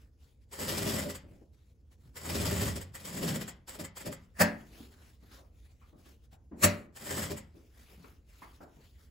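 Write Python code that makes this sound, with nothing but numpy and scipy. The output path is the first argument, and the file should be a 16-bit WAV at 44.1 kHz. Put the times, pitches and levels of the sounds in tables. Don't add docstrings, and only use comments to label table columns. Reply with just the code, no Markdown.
import sys
import numpy as np
from scipy import signal
from scipy.fft import rfft, irfft, next_fast_len
from scipy.io import wavfile
from scipy.ndimage import uniform_filter1d

SR = 44100
rng = np.random.default_rng(int(sys.argv[2]) if len(sys.argv) > 2 else 0)


def int16_out(signal):
    q = np.round(np.clip(np.atleast_2d(signal).T, -1, 1) * 32767)
    wavfile.write(sys.argv[1], SR, q.astype(np.int16))


N = 401310
STEP = 64

# start, brake, stop, full speed and slowing in seconds, then whirr, thump, table drone, head drone,
# brake jolt, click-in and latch in dB.
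STITCH_RUNS = [(0.534, 1.103, 1.154, .62, 1.0, -39, -39, -43, -40, -50, -43.5, -42.5),
               (2.171, 2.767, 2.818, 2.33, 2.68, -38.5, -38, -35, -37, -47, -41.5, -43),
               (2.956, 3.417, 3.487, 3.23, 3.33, -42, -46, -50, -33, -50, -43, -41),
               (3.691, 3.805, 3.849, 3.70, 3.73, -52, -60, -66, -68, -44, -42.5, -43.5),
               (3.974, 4.07, 4.128, 3.985, 4.02, -54, -60, -66, -66, -40, -42, -43),
               (6.969, 7.313, 7.378, 7.11, 7.24, -39, -41, -46, -42, -40, -47, -44)]
# time in seconds, level in dB, power share of needle bar against hook (0-1), thump in dB.
ACCENTED_STROKES = [(0.601, -39, 0.22, -44.5), (0.695, -32.5, 1, -46.5), (.823, -42, .6, -41),
                    (.869, -35.5, 1, -36.5), (0.898, -36.5, 1, -38.5), (0.944, -38.5, .4, -37),
                    (.993, -35, 0.2, -41), (1.062, -51, 0.6, -38.5), (2.257, -42, 0.09, -50),
                    (2.299, -38, 0.66, -41.5), (2.684, -36.5, 0, -41.5), (3.058, -42, 0.5, -55.5),
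                    (3.082, -41.5, 0, -61), (3.178, -39.5, 0.1, -44), (3.234, -37, .64, -38),
                    (3.143, -46, 0.7, -53.5), (3.286, -34, 0.6, -62), (3.752, -48.5, 0.4, -56.5),
                    (2.358, -36, .8, -39.5), (3.357, -36, .16, -47.5), (4.013, -48, 0.2, -58.5),
                    (7.067, -43, .14, -52), (7.113, -36, .05, -43), (7.183, -37, 0.07, -43),
                    (7.235, -41.5, .05, -51)]
ENGAGE_DB, CREEP_DB, DROP_DB, BRAKE_DB, STOP_DB = -18.5, -1.5, -11.5, -15.5, -23
FADE_IN_S, LEAD_S, DROP_S, FADE_OUT_S = .045, .0094, .042, .12
CLICK_SHARE, BRAKE_SHARE, LATCH_SHARE, BRAKE_CLICK_DB = .19, .41, .08, -40
STROKES_PER_S, STROKE_DB, STROKE_SPREAD_DB, THUMP_SPREAD_DB = 20, -1.5, 4, 4
THUMP_STEEP, TABLE_STEEP, HEAD_STEEP = 1.62, 1.1, 1.43


def stitching():
    hook, bar, thump, jolt = np.zeros((4, N))
    t = np.arange(0, N, STEP) / SR
    whirr, table, head = np.zeros((3, len(t)))
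    strokes = [row[:3] for row in ACCENTED_STROKES]
    accent_s = np.array(ACCENTED_STROKES)[:, 0]
    for s, _, _, thump_db in ACCENTED_STROKES:
        add_burst(thump, s, thump_db, 12, 20)
    for (start, brake, stop, full, slowing, whirr_db, thump_db, table_db, head_db,
         jolt_db, click_db, latch_db) in STITCH_RUNS:
        times = [start - FADE_IN_S, start - LEAD_S, full, slowing, slowing + DROP_S,
                 brake, stop, stop + FADE_OUT_S]
        speeds_db = [-45, ENGAGE_DB, CREEP_DB, 0, DROP_DB, BRAKE_DB, STOP_DB, -45]
        speed_db = np.interp(t, times, speeds_db, -200, -200)
        whirr += gain_of(whirr_db + speed_db) ** 2
        table += gain_of(table_db + TABLE_STEEP * speed_db) ** 2
        head += gain_of(head_db + HEAD_STEEP * speed_db) ** 2
        strokes += [(start, click_db, CLICK_SHARE), (brake, BRAKE_CLICK_DB, BRAKE_SHARE),
                    (stop, latch_db, LATCH_SHARE)]
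        add_burst(jolt, brake, jolt_db, 14, 22)
        for k, (late, loud, hard, share) in enumerate(rng.standard_normal((16, 4))):
            s = start + (k + .1 * late) / STROKES_PER_S
            if s < brake - .03 and abs(s - accent_s).min() > .025:
                now_db = np.interp(s, t, speed_db)
                stroke_db = whirr_db + now_db + STROKE_DB + STROKE_SPREAD_DB * loud
                strokes.append((s, stroke_db, .6 + .16 * share))
                hit_db = thump_db + THUMP_STEEP * now_db + THUMP_SPREAD_DB * hard
                add_burst(thump, s, hit_db, 12, 20)
    for s, db, share in strokes:
        share = np.clip(share, .01, .99)
        add_burst(hook, s, db + 10 * np.log10(1 - share), 8, 10)
        add_burst(bar, s, db + 10 * np.log10(share), 10, 12)
    return hook, bar, thump, jolt, spread(whirr), spread(table), spread(head)


# frequency in Hz, width in Hz, level in dB.
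HOOK_MODES = [(860, 1900, -1), (2000, 310, 0.5), (3130, 320, -5.5), (4780, 860, -11), (7140, 380, 0),
              (8126, 980, 3), (12430, 700, -6.5), (12850, 800, -6.5), (13880, 430, -2),
              (15260, 1500, -12.5)]
# frequency in Hz, width in Hz, level in dB.
NEEDLE_BAR_MODES = [(830, 1200, 1), (1950, 290, -20), (3100, 1400, 1), (5070, 1200, 2.5),
                    (7650, 410, -13.5), (8100, 600, -6.5), (9640, 3600, -3.5), (11800, 700, -1.5),
                    (12350, 500, -9.5), (13900, 600, -18.5), (15300, 1200, -6.5)]


def clatter_and_whirr(hook, bar, whirr):
    whirr = whirr * flicker(5.4, 1.3) ** 2
    hook_ring, bar_ring = (
        mottle(noise(lambda hz: peaks(modes, hz)), frame=1024, bins=3, frames=6, depth_db=1.9)
        for modes in (HOOK_MODES, NEEDLE_BAR_MODES))
    sound = np.sqrt(hook + .78 * whirr) * hook_ring + np.sqrt(bar + .32 * whirr) * bar_ring
    return gain_of(-1.63) * sound * flicker(1.5, 1.5)


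# frequency in Hz, level in dB, t60 in seconds.
BED_MODES = [(96, 1, .3), (176, -4.5, 0.27), (217, -4, 0.38), (275.3, -7.5, 0.44), (325, -3, 0.097),
             (399.8, -9, 0.39), (520, -3, 0.04), (587.7, -4.5, 0.31), (620, -6.5, 0.14), (958, -8, .2),
             (1560, -6, 0.15), (1640, -9.5, 0.3), (1756, -11, 0.22)]


def bed_thumps(power):
    push = np.sqrt(power) * noise(lambda hz: peaks([(402, 290, 0)], hz))
    return ring_on(push, [(hz, db, t60 / 2.43) for hz, db, t60 in BED_MODES])


def bed_blow(s, db, rise_ms, colour):
    near = slice(round((s - .03) * SR), round((s + .6) * SR))
    out = np.zeros((2, N))
    t = (np.arange(N) / SR - s)[near]
    swell = np.exp(-(np.minimum(t, 0) * 1000 / rise_ms) ** 2)
    for hz, mode_db, t60 in BED_MODES:
        turn = 2 * np.pi * (hz * t + rng.random() + np.array([[0], [.25]]))
        decay = gain_of(db + mode_db - 60 * np.maximum(t, 0) / t60)
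        out[:, near] += peaks(colour, hz) * decay * swell * np.sin(turn)
    return out


TABLE_LAG_S, HEAD_LAG_S = .05, .035
TABLE_JOLT_DB, HEAD_JOLT_DB = -8.5, -2


def drones(table, head, jolt):
    table = linger(table + gain_of(TABLE_JOLT_DB) ** 2 * jolt, TABLE_LAG_S)
    head = linger(head + gain_of(HEAD_JOLT_DB) ** 2 * jolt, HEAD_LAG_S)
    table_modes = [(84.5, 12, 19.5), (98.0, 48, 6.0), (113.8, 21, -4.0)]
    table = table * steady(noise(lambda hz: peaks(table_modes, hz)))
    head = head * steady(noise(lambda hz: peaks([(168.0, 81, 0)], hz)))
    return table + head


# frequency in Hz, level in dB.
PLATE_MODES = [(545, 7), (1820, 0), (1945, -1), (2010, -4.5), (2450, 2), (4910, -4.5)]
PLATES_DB, PLATES_T60_S = -14.5, .16


def cover_plates(clatter):
    return gain_of(PLATES_DB) * ring_on(clatter, [(hz, db, PLATES_T60_S) for hz, db in PLATE_MODES])


def machine():
    hook, bar, thump, jolt, whirr, table, head = stitching()
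    clatter = clatter_and_whirr(hook, bar, whirr)
    thumps = gain_of(-7.5) * bed_thumps(thump + jolt)
    return clatter, thumps + drones(table, head, jolt) + cover_plates(clatter)


# frequency in Hz, width in Hz, level in dB.
FOOT_UP_MODES = [(199, 82, 0), (615, 130, -3), (1000, 900, -8), (1800, 290, 1), (2520, 550, -12),
                 (4830, 820, -13.5), (5700, 190, -13.5), (7160, 1800, -16.5), (8400, 500, -29),
                 (9100, 1200, -8), (13700, 700, -10), (15500, 950, -15)]
# frequency in Hz, width in Hz, level in dB.
FOOT_DOWN_MODES = [(120, 210, 2), (577, 130, 1.5), (1170, 270, -4), (1790, 260, -5.5), (2280, 750, -5.5),
                   (4230, 810, -10.5), (5700, 700, -11), (7300, 1000, -5.5), (8800, 600, -18.5),
                   (8830, 1100, -2.5), (11540, 340, -10), (13400, 750, -2.5), (14200, 600, -18.5),
                   (15600, 790, -12)]
# peak time in seconds, level in dB, rise in ms, fall in ms,
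# bed ring in dB before mode weighting.
FOOT_CLACKS = [(4.417, -19, 11.1, 8, -19.5), (6.647, -16.5, 11.7, 6.6, -22.5)]


def presser_foot():
    clack, ring = np.zeros((2, 2, N))
    for (s, db, rise_ms, fall_ms, ring_db), modes in zip(FOOT_CLACKS, [FOOT_UP_MODES, FOOT_DOWN_MODES]):
        power = np.zeros(N)
        near = slice(round(s * SR) - SR // 4, round(s * SR) + SR // 4)
        add_burst(power, s, db, rise_ms, fall_ms)
        add_burst(power, s, db - 26, 28, 45)
        add_burst(power, s + .016, db - 37, 30, 85)
        clack[:, near] += np.sqrt(power[near]) * noise(lambda hz: peaks(modes, hz), size=SR // 2)
        ring += bed_blow(s + .01, ring_db, 1.3 * rise_ms, modes)
    return clack, ring


# time in seconds, level in dB before a 5 dB cut, thud in Hz,
# power decay constant in ms, tap in Hz, tap over thud in dB.
THUDS_AND_TAPS = [(1.236, -46, 90, 25, 293, -9), (1.311, -48, 85, 49, 286, -14.5),
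                  (2.043, -49, 85, 40, 300, -76), (1.416, -46, 520, 7.5, 293, 7),
                  (4.797, -40.5, 224, 15, 390, -10), (5.23, -46, 216, 9.9, 620, -18),
                  (5.381, -53.5, 302, 31, 570, 2), (5.816, -56.5, 196, 16, 1130, -1),
                  (5.93, -50, 220, 30, 573, -13), (6.063, -46, 290, 9, 1780, -29),
                  (6.326, -50.5, 150, 11.5, 736, -7), (6.516, -39.5, 259, 37, 855, -22.5),
                  (7.547, -47.5, 292, 22, 625, -35.5), (7.979, -45, 155, 17, 617, -34),
                  (8.043, -41.5, 331, 8.7, 1180, -7.5), (8.129, -46, 86, 5.9, 300, -35),
                  (8.421, -39.5, 280, 14, 985, 0.5), (8.607, -42, 264, 23, 690, -4.5),
                  (8.768, -52.5, 150.3, 20, 447, -7.5)]


def knocks():
    out = np.zeros((2, N + 4000))
    ms = np.arange(4000) / SR * 1000
    for s, db, thud_hz, length_ms, tap_hz, tap_db in THUDS_AND_TAPS:
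        modes = [(thud_hz, .5 * thud_hz, 0), (tap_hz, .35 * tap_hz, tap_db),
                 (2 * tap_hz, .4 * tap_hz, tap_db - 8)]
        body = noise(lambda hz: peaks(modes, hz) / (1 + (hz / (3.5 * tap_hz)) ** 4), size=4000)
        shape = (1 - np.exp(-(ms / 4.5) ** 2)) * np.exp(-ms / length_ms / 2)
        out[:, round((s - .004) * SR):][:, :4000] += gain_of(db - 5) * body * shape
    return out[:, :N]


# frequency in Hz, level in dB.
CLOTH_COLOUR = [(250, 9), (600, 2), (1200, 1), (2500, 0), (4500, -2.5), (6500, -5), (9000, -4.5),
                (12000, -6.5), (15500, -6)]
# start in seconds, end in seconds, level in dB.
CLOTH_SLIDES = [(0, 0.042, -75), (.225, 0.28, -71.5), (1.282, 1.413, -75), (1.59, 1.72, -77.5),
                (2.014, 2.073, -72.5), (4.166, 4.253, -72), (4.594, 4.734, -64.5), (4.745, 4.859, -57.5),
                (4.93, 5.105, -65.5), (5.237, 5.3, -67.5), (5.325, 5.351, -58.5), (5.559, 5.72, -72.5),
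                (5.812, 5.887, -74), (5.99, 6.13, -68.5), (7.555, 7.75, -70), (7.791, 7.954, -63),
                (8.0, 8.128, -66), (8.299, 8.343, -65.5), (8.353, 8.55, -65), (8.63, 8.673, -74.5),
                (8.733, 8.912, -68.5), (8.996, 9.05, -68.5)]
# time in seconds, level in dB.
CLOTH_FLICKS = [(.425, -75), (1.54, -73), (1.925, -66.5), (5.657, -68.5), (6.066, -63), (6.245, -71.5),
                (6.331, -62), (8.43, -60), (8.625, -63.5)]
SLIDE_RISE_DB_PER_S, SLIDE_FALL_DB_PER_S = 326.5, 169
FLICK_RISE_MS, FLICK_FALL_MS = 10.2, 18.3
REST_DB = -86.5


def cloth():
    t = np.arange(0, N, STEP) / SR
    power = np.full(len(t), gain_of(REST_DB) ** 2)
    for start, end, db in CLOTH_SLIDES:
        before_db = SLIDE_RISE_DB_PER_S * np.maximum(start - t, 0)
        after_db = SLIDE_FALL_DB_PER_S * np.maximum(t - end, 0)
        power += gain_of(db - (before_db + after_db)) ** 2
    power = spread(power) * flicker(30, 1.6) ** 2
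    for s, db in CLOTH_FLICKS:
        add_burst(power, s, db, FLICK_RISE_MS, FLICK_FALL_MS)
    hiss = noise(lambda hz: gain_of(read(CLOTH_COLOUR, hz)) * (hz > 150))
    return np.sqrt(power) * flicker(5.5, 1.0) * mottle(hiss, frame=610, bins=10, frames=9, depth_db=2.5)


# frequency in Hz, t60 in seconds.
ROOM_T60 = [(150, 0.9), (600, 0.44), (2000, 0.36), (5000, 0.22), (9000, 0.056), (15000, 0.069)]


def room(x):
    hz, t, z = signal.stft(x, SR, nperseg=512)
    power = abs(uniform_filter1d((abs(z) ** 2).mean(0), size=2, axis=0))
    keep = gain_of(-2 * 60 * t[1] / read(ROOM_T60, hz))
    tail = np.array([signal.lfilter([0, 1 - k], [1, -k], row) for k, row in zip(keep, power)])
    a, b = rng.standard_normal((2,) + z.shape)
    return signal.istft(np.sqrt(tail) * (a + 1j * b), SR, nperseg=512)[1][:, :N]


# frequency in Hz, relative level in dB.
ROOM_TONE_COLOUR = [(12, -40.5), (20, -15.5), (63, 9.5), (186, -14.5), (216, -11.5), (398, -22.5),
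                    (439, -18.5), (734, -33), (1110, -39.5), (1290, -42), (3360, -52.5), (7000, -46),
                    (9100, -64.5), (15400, -120)]
ROOM_TONE_DB = -59


def room_tone():
    tone = noise(lambda hz: gain_of(read(ROOM_TONE_COLOUR, hz)))
    return gain_of(ROOM_TONE_DB) * flicker(60, .82) * tone


def gain_of(db):
    return 10 ** (np.asarray(db) / 20)


def read(points, hz):
    f, value = np.transpose(points)
    return np.interp(np.log(hz + 1), np.log(f + 1), value)


def peaks(modes, hz):
    power = sum(gain_of(db) ** 2 / (1 + (2 * (hz - f) / width) ** 2) ** 1.39 for f, width, db in modes)
    return hz ** 2 / (hz ** 2 + 70 ** 2) * np.sqrt(power)


def noise(response, size=N):
    size_fft = next_fast_len(size)
    hz = np.fft.rfftfreq(size_fft, 1 / SR)
    grid = hz[::1 + size // 30000]
    white = rfft(rng.standard_normal((2, size_fft)))
    x = irfft(white * np.interp(hz, grid, response(grid)), size_fft)[:, :size]
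    return x / np.sqrt(np.mean(x ** 2))


def flicker(ms, depth_db):
    width = max(int(ms * SR / 1000), 2)
    x = uniform_filter1d(uniform_filter1d(rng.standard_normal(N), width), width)
    return gain_of(depth_db * x / x.std())


def add_burst(power, s, db, rise_ms, fall_ms):
    n = np.arange(-4000, 9000) + round(s * SR)
    ms = (n / SR - s) * 1000
    shape = np.exp(-(ms / np.where(ms < 0, rise_ms, fall_ms)) ** 2)
    power[np.clip(n, 0, N - 1)] += gain_of(db) ** 2 * shape


def ring_on(x, modes):
    t = np.arange(SR // 4) / SR
    ring = sum(gain_of(db - 60 * t / t60) * np.sin(2 * np.pi * hz * t) for hz, db, t60 in modes)
    return signal.oaconvolve(x, ring[None] / np.linalg.norm(ring), axes=1)[:, :N]


def steady(x):
    return x / (uniform_filter1d(x ** 2, 1300) + .05) ** .35


def mottle(x, frame, bins, frames, depth_db):
    hz, t, z = signal.stft(x, SR, nperseg=frame)
    patches = uniform_filter1d(uniform_filter1d(rng.standard_normal(z.shape[1:]), bins, 0), frames, 1)
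    return signal.istft(z * gain_of(depth_db * patches / patches.std()), SR, nperseg=frame)[1][:, :N]


def linger(power, lag_s):
    keep = np.exp(-1 / (max(lag_s, .001) * SR))
    return np.sqrt(signal.lfilter([1 - keep], [1, -keep], power + 1e-18))


def spread(power):
    return np.interp(np.arange(N), np.arange(len(power)) * STEP, power)


def scene():
    clatter, rumble = machine()
    clack, ring = presser_foot()
    near = clatter + clack + knocks()
    return near + gain_of(-5) * room(near) + rumble + ring + cloth() + room_tone()


# frequency in Hz, left-right likeness (0-1).
STEREO_LIKENESS = [(60, 0.96), (200, 0.96), (500, 0.64), (900, 0.2), (1800, 0.3), (3000, .65), (4500, 0.69),
                   (5900, 0.45), (6300, 0.59), (6600, 1)]
# frequency in Hz, left over right in dB.
STEREO_BALANCE = [(100, -0.5), (400, 2), (700, 0.5), (1300, 0), (2400, 3.5), (4400, 2), (6000, 5.5),
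                  (6500, 1)]
TREBLE_HZ, HZ_PER_TURN, FLAT_RAD, EDGE_HZ = 6850, 4320, .25, 15820


def record(dry):
    size = next_fast_len(N)
    hz = np.fft.rfftfreq(size, 1 / SR)
    left, other = rfft(dry, size)
    turn = 2 * np.pi * np.maximum(hz - TREBLE_HZ, 0) / HZ_PER_TURN
    off = turn - np.pi * np.round(turn / np.pi)
    beyond_flat = np.sign(off) * np.maximum(abs(off) - FLAT_RAD, 0)
    phase = turn - off + beyond_flat * np.pi / (np.pi - 2 * FLAT_RAD)
    low_same = np.clip(read(STEREO_LIKENESS, hz), 0, 1)
    high_same = 1 - np.clip(.38 * np.sin(phase) ** 2, 0, 1)
    same = np.where(hz < TREBLE_HZ, low_same, high_same)
    right = (same * left + np.sqrt(1 - same ** 2) * other) * np.exp(1j * phase)
    tilt = gain_of(read(STEREO_BALANCE, hz) * (hz < TREBLE_HZ) / 2)
    pair = irfft(np.array([left * tilt, right / tilt]), size)[:, :N]
    low_pass = signal.firwin(511, EDGE_HZ, window=("kaiser", 9), fs=SR)
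    return signal.oaconvolve(pair, low_pass[None], "same")


dry = scene()
out = record(dry)
int16_out(out)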